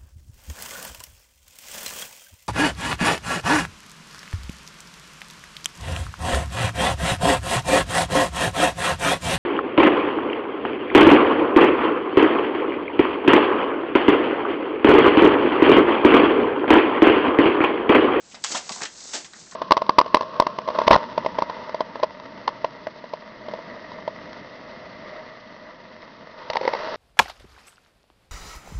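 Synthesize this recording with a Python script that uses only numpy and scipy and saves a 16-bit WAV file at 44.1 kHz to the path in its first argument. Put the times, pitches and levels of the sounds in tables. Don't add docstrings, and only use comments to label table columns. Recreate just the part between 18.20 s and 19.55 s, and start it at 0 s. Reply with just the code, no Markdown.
import sys
import numpy as np
from scipy import signal
from scipy.fft import rfft, irfft
from scipy.io import wavfile

SR = 44100
rng = np.random.default_rng(int(sys.argv[2]) if len(sys.argv) > 2 else 0)


def store_pcm(level_fs):
    pcm = np.round(np.clip(level_fs, -1, 1) * 32767).astype(np.int16)
    wavfile.write(sys.argv[1], SR, np.atleast_2d(pcm).T)


def how_loud(loudness_db):
    steps = np.asarray(loudness_db, float) / 20
    return 10 ** steps


N = 59535


def rms_one(x):
    return x / np.sqrt(np.mean(x ** 2) + 1e-20)


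def drift(rate_hz):
    settle = 9000
    r = np.exp(-2 * np.pi * rate_hz / SR)
    wander = signal.lfilter([1], [1, -2 * r, r * r], rng.standard_normal(N + settle))
    return rms_one(wander[settle:])


def at_hz(spectrum, hz):
    point_hz, point_db = np.transpose(spectrum)
    return np.interp(np.log(hz), np.log(point_hz), point_db)


def colour(x, spectrum, centre_octave=0, narrowing_db=0):
    hz = np.maximum(np.fft.rfftfreq(4096, 1 / SR), 10)
    octave = np.log2(np.clip(hz, 100, 12000) / 1000)
    level_db = at_hz(spectrum, hz) - narrowing_db * (octave - centre_octave) ** 2
    cepstrum = irfft(np.log(how_loud(level_db)))
    cepstrum[1:2048] *= 2
    cepstrum[2049:] = 0
    response = irfft(np.exp(rfft(cepstrum)))
    return rms_one(signal.fftconvolve(x, response)[:N])


def grains(rate, spread_db, clump_db):
    sizes = how_loud(spread_db * np.minimum(rng.exponential(1, N), 3.0)) * rng.choice([-1, 1], N)
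    born = rng.random(N) < rate / SR
    bed = 0.41 * rng.standard_normal(N)
    return (rms_one(sizes * born) + bed) * how_loud(clump_db * drift(220))


def envelope(start_s, hold_s, t60_s, rise_s):
    t = np.arange(N) / SR - start_s
    fading_s = np.maximum(t - rise_s - hold_s, 0)
    return np.clip(t / rise_s, 0, 1) * how_loud(-60 * fading_s / t60_s)


def burst(noise, shape):
    shaped = shape * noise
    return shaped * np.sqrt(np.sum(shape ** 2) / np.sum(shaped ** 2))


def click(start_s):
    return np.maximum(1 - abs(np.arange(N) - start_s * SR), 0)


def ring(x, hz, t60_s):
    r = how_loud(-60 / (t60_s * SR))
    w = 2 * np.pi * hz / SR
    return signal.lfilter([0, np.sin(w)], [1, -2 * r * np.cos(w), r * r], x + 1e-18)


def highpass(x, order, hz):
    return signal.sosfilt(signal.butter(order, hz, "high", fs=SR, output="sos"), x)


def room_noise():
    # frequency_hz, level_db
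    noise_spectrum = [(20, -31), (60, -12), (90, -18), (220, -8.5), (300, -11.5), (800, -16.5),
                      (2500, -21.5), (7000, -21.5), (11000, -15.5)]
    return how_loud(-48) * colour(rng.standard_normal(N), noise_spectrum)


def sliding():
    # time_s, level_db, weight_on_sheet_db
    slide_path = [(0, -62.5, -16), (0.132, -48.5, -12), (.17, -70.5, 19), (.232, -48.5, -14),
                  (.26, -41.5, -8.5), (0.323, -29.5, -6.5), (0.376, -40.5, 0.5), (0.431, -46, -5.5),
                  (.485, -41.5, -5), (0.551, -37, -10), (.605, -41.5, -5), (.7, -49, -13),
                  (.76, -46.5, -9.5), (.81, -41.5, -12), (0.926, -39.5, -10), (1.1, -55.5, -10),
                  (1.2, -45.5, -8.5), (1.27, -51, -13)]
    # frequency_hz, level_db
    hiss_spectrum = [(800, -57), (2500, -36.5), (3600, -4), (4250, 0), (6800, 3), (8000, 0), (11000, -13.5)]
    # frequency_hz, level_db
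    drag_spectrum = [(50, -51.5), (110, -17.5), (240, -2.5), (700, -1.5), (1400, -4), (3000, -6.5),
                     (10000, -27)]
    time_s, level_db, weight_db = np.transpose(slide_path)
    t = np.arange(N) / SR
    hiss = colour(grains(12000, 2.5, 1.2), hiss_spectrum)
    drag = colour(grains(6000, 4.0, 2.5), drag_spectrum)
    weight = how_loud(np.interp(t, time_s, weight_db))
    return how_loud(np.interp(t, time_s, level_db)) * (hiss + weight * drag)


def buckling():
    # start_s, peak_db, pitch_hz, hold_s, t60_s
    buckle_events = [(0.112, -36.5, 2720, 0.012, 0.067), (0.141, -29, 770, 0.002, 0.034),
                     (0.2414, -23, 904, 0.008, .07), (0.245, -25, 1410, 0.0041, 0.043),
                     (0.253, -24, 2840, 0.0049, 0.18), (0.29, -59, 990, 0.02, 0.11),
                     (0.346, -15, 810, 0.0061, 0.17), (0.349, -20, 1370, 0.012, 0.053),
                     (0.4957, -23, 847, 0.0079, 0.088), (0.56, -25, 1000, 0.0028, 0.021),
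                     (0.574, -30, 785, 0.0061, 0.19), (0.6058, -23.5, 1220, 0.0056, 0.22),
                     (.614, -26, 740, 0.0084, 0.11), (.615, -30.5, 377, 0.027, 0.15),
                     (0.621, -25.5, 1830, 0.015, 0.052), (0.65, -21, 2490, .004, 0.075),
                     (0.932, -25.5, 733, 0.017, 0.21), (0.932, -27, 1450, 0.011, 0.13),
                     (0.94, -30.5, 392, 0.021, 0.2), (1.064, -59, 2850, 0.006, 0.054),
                     (1.131, -36, 1620, 0.012, 0.03), (1.155, -39.5, 1395, 0.015, 0.058),
                     (1.262, -41, 1640, 0.0097, 0.049), (1.319, -32, 1400, 0.009, 0.057)]
    half_band = 2 ** 0.45
    out = np.zeros(N)
    for start_s, peak_db, pitch_hz, hold_s, t60_s in buckle_events:
        edges_hz = [pitch_hz / half_band, pitch_hz * half_band]
        band = signal.butter(3, edges_hz, "band", fs=SR, output="sos")
        hollow = signal.sosfilt(band, grains(2500, 2.6, 1.0))
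        out += how_loud(peak_db - 14.0) * burst(hollow, envelope(start_s, hold_s, t60_s, 0.0024))
    return out


def paws():
    # start_s, peak_db, pitch_hz, t60_s
    paw_events = [(0.134, -39, 239, 0.042), (0.297, -54, 237, 0.05), (0.344, -27.5, 233, 0.039),
                  (0.454, -42, 170, 0.069), (0.505, -27.5, 209, 0.045), (.565, -40, 214, 0.13),
                  (0.614, -27, 199, 0.014), (0.654, -40, 217, 0.045), (0.939, -33, 252.5, 0.14),
                  (1.038, -41, 191, 0.05), (1.159, -46.5, 212, 0.1), (1.197, -46, 177, 0.058),
                  (1.219, -43.5, 126, 0.063), (1.327, -36.5, 203, 0.045)]
    out = np.zeros(N)
    for start_s, peak_db, pitch_hz, t60_s in paw_events:
        shape = envelope(start_s, 0.00093, t60_s, 0.0043)
        thud = shape * np.sin(2 * np.pi * pitch_hz * (np.arange(N) / SR - start_s))
        band = signal.butter(2, [0.63 * pitch_hz, 3.1 * pitch_hz], "band", fs=SR, output="sos")
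        puff = burst(signal.sosfilt(band, rng.standard_normal(N)), shape)
        out += how_loud(peak_db - 6.0) * (thud + 0.36 * puff)
    return out


def crackling():
    # start_s, peak_db, hold_s, t60_s, brightest_at_octaves_above_1_khz
    crackle_events = [(.1442, -34, .009, .07, 1.2), (.2385, -14, .007, .018, 2.7),
                      (.3205, -21, .003, .05, 2.5), (.3685, -22, .003, .04, 2.4),
                      (.4922, -25, .003, .07, 1.8), (.933, -28, .02, .15, 1.0), (.931, -19, .02, .22, 3.0),
                      (1.309, -36, .008, .05, 2.7), (.25, -25, .01, .15, 2.2), (.342, -20, .03, .12, 2.2),
                      (.515, -24, .01, .09, 2.8), (.613, -26, .004, .06, 2.3), (.6185, -22, .001, .03, 2.3),
                      (.628, -21, .008, .07, 2.2), (.651, -21, .003, .025, 1.8),
                      (.6575, -27, .002, .06, 1.8), (.803, -33, .005, .03, 3.2),
                      (1.044, -32, .01, .08, 1.8), (1.1342, -38, .002, .03, 2.1)]
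    # frequency_hz, level_db
    crackle_spectrum = [(120, -43.5), (400, -12), (800, 1), (1800, 1), (3000, -1.5), (7000, 1.5),
                        (11000, -6.5)]
    crest_db = 8.5
    narrowing_db = 1.5
    out = np.zeros(N)
    for start_s, peak_db, hold_s, t60_s, centre_octave in crackle_events:
        swarm = colour(grains(10000, 3.5, 1.5), crackle_spectrum, centre_octave, narrowing_db)
        rise_s = 0.0014 + 0.13 * hold_s
        out += how_loud(peak_db - crest_db) * burst(swarm, envelope(start_s, hold_s, t60_s, rise_s))
    return out


def snapping():
    # start_s, peak_db, pitch_hz, ring_t60_ms
    snap_events = [(.1446, -26, 1300, 6), (.1446, -27, 5000, 9), (.1468, -32, 900, 12),
                   (.1495, -27, 3800, 12), (.157, -32, 3600, 9), (.1722, -32, 893, 16),
                   (.2392, -17, 5100, 5), (.24, -9, 4640, 9), (.24, -11, 7600, 8), (.243, -13, 6140, 10),
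                   (.2456, -10, 1400, 7), (.2455, -9, 7200, 8), (.2515, -19, 2900, 10),
                   (.2548, -21, 2900, 9), (.2672, -21, 4400, 14), (.4925, -20, 2200, 4),
                   (.4934, -14, 4900, 9), (.4934, -19, 6500, 7), (.4932, -19, 1000, 10),
                   (.4985, -21, 936, 10), (.9355, -20, 7200, 12), (.9375, -20, 5300, 10),
                   (.9415, -20, 5400, 14), (.952, -16, 4400, 11), (.9635, -20, 5400, 12),
                   (.979, -23, 7800, 8), (.658, -17, 1750, 13), (1.1345, -31, 3900, 10),
                   (1.1345, -33, 1500, 14), (1.1348, -36, 5000, 8), (1.1398, -32, 1800, 14),
                   (1.3115, -33, 6400, 18), (1.315, -34, 5900, 10), (1.3168, -37, 4100, 10),
                   (1.3238, -34, 1150, 16), (1.326, -38, 2000, 10), (1.3295, -33, 1150, 14),
                   (.6194, -16, 1800, 9), (.6196, -20, 5000, 8), (.1505, -30, 2000, 8),
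                   (.1515, -31, 5000, 8), (.3532, -17, 3350, 22), (.3592, -15, 1300, 16),
                   (.6295, -20, 4400, 15), (.635, -16, 5640, 8), (.635, -21, 1750, 9),
                   (.6425, -24, 1300, 8), (.666, -29, 3500, 4), (1.046, -30, 3400, 10)]
    damping = 0.7
    out = np.zeros(N)
    for start_s, peak_db, pitch_hz, t60_ms in snap_events:
        hit = click(start_s)
        edge = ring(hit, 3300, 0.0041) - ring(hit, 9400, 0.0025)
        body = ring(hit, pitch_hz, damping * t60_ms / 1000)
        out += how_loud(peak_db - 18) * edge - how_loud(peak_db - 4) * body
    return out


def reflections(x):
    t60_s, build_up_s, wall_cut_hz = 0.19, 0.012, 5700
    t = np.arange(SR // 2) / SR
    tail = rng.standard_normal(len(t)) * how_loud(-60 * t / t60_s) * np.clip(t / build_up_s, 0, 1)
    tail = signal.lfilter([1], [1, -np.exp(-2 * np.pi * wall_cut_hz / SR)], tail)
    return signal.fftconvolve(x, tail / np.sqrt(np.sum(tail ** 2)))[:N]


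def scene():
    paper = highpass(crackling() + snapping(), 3, 480)
    hits = paper + highpass(buckling() + paws(), 2, 110)
    mix = hits + how_loud(-13) * reflections(hits) + sliding() + room_noise()
    return mix[None]


def roll_off(x):
    return signal.sosfilt(signal.butter(12, 9420, fs=SR, output="sos"), x)


def record(dry):
    narrow_top = signal.cheby2(14, 85, 9824, fs=SR, output="sos")
    mix = signal.sosfilt(narrow_top, dry)
    return roll_off(mix)


dry = scene()
out = record(dry)
store_pcm(out)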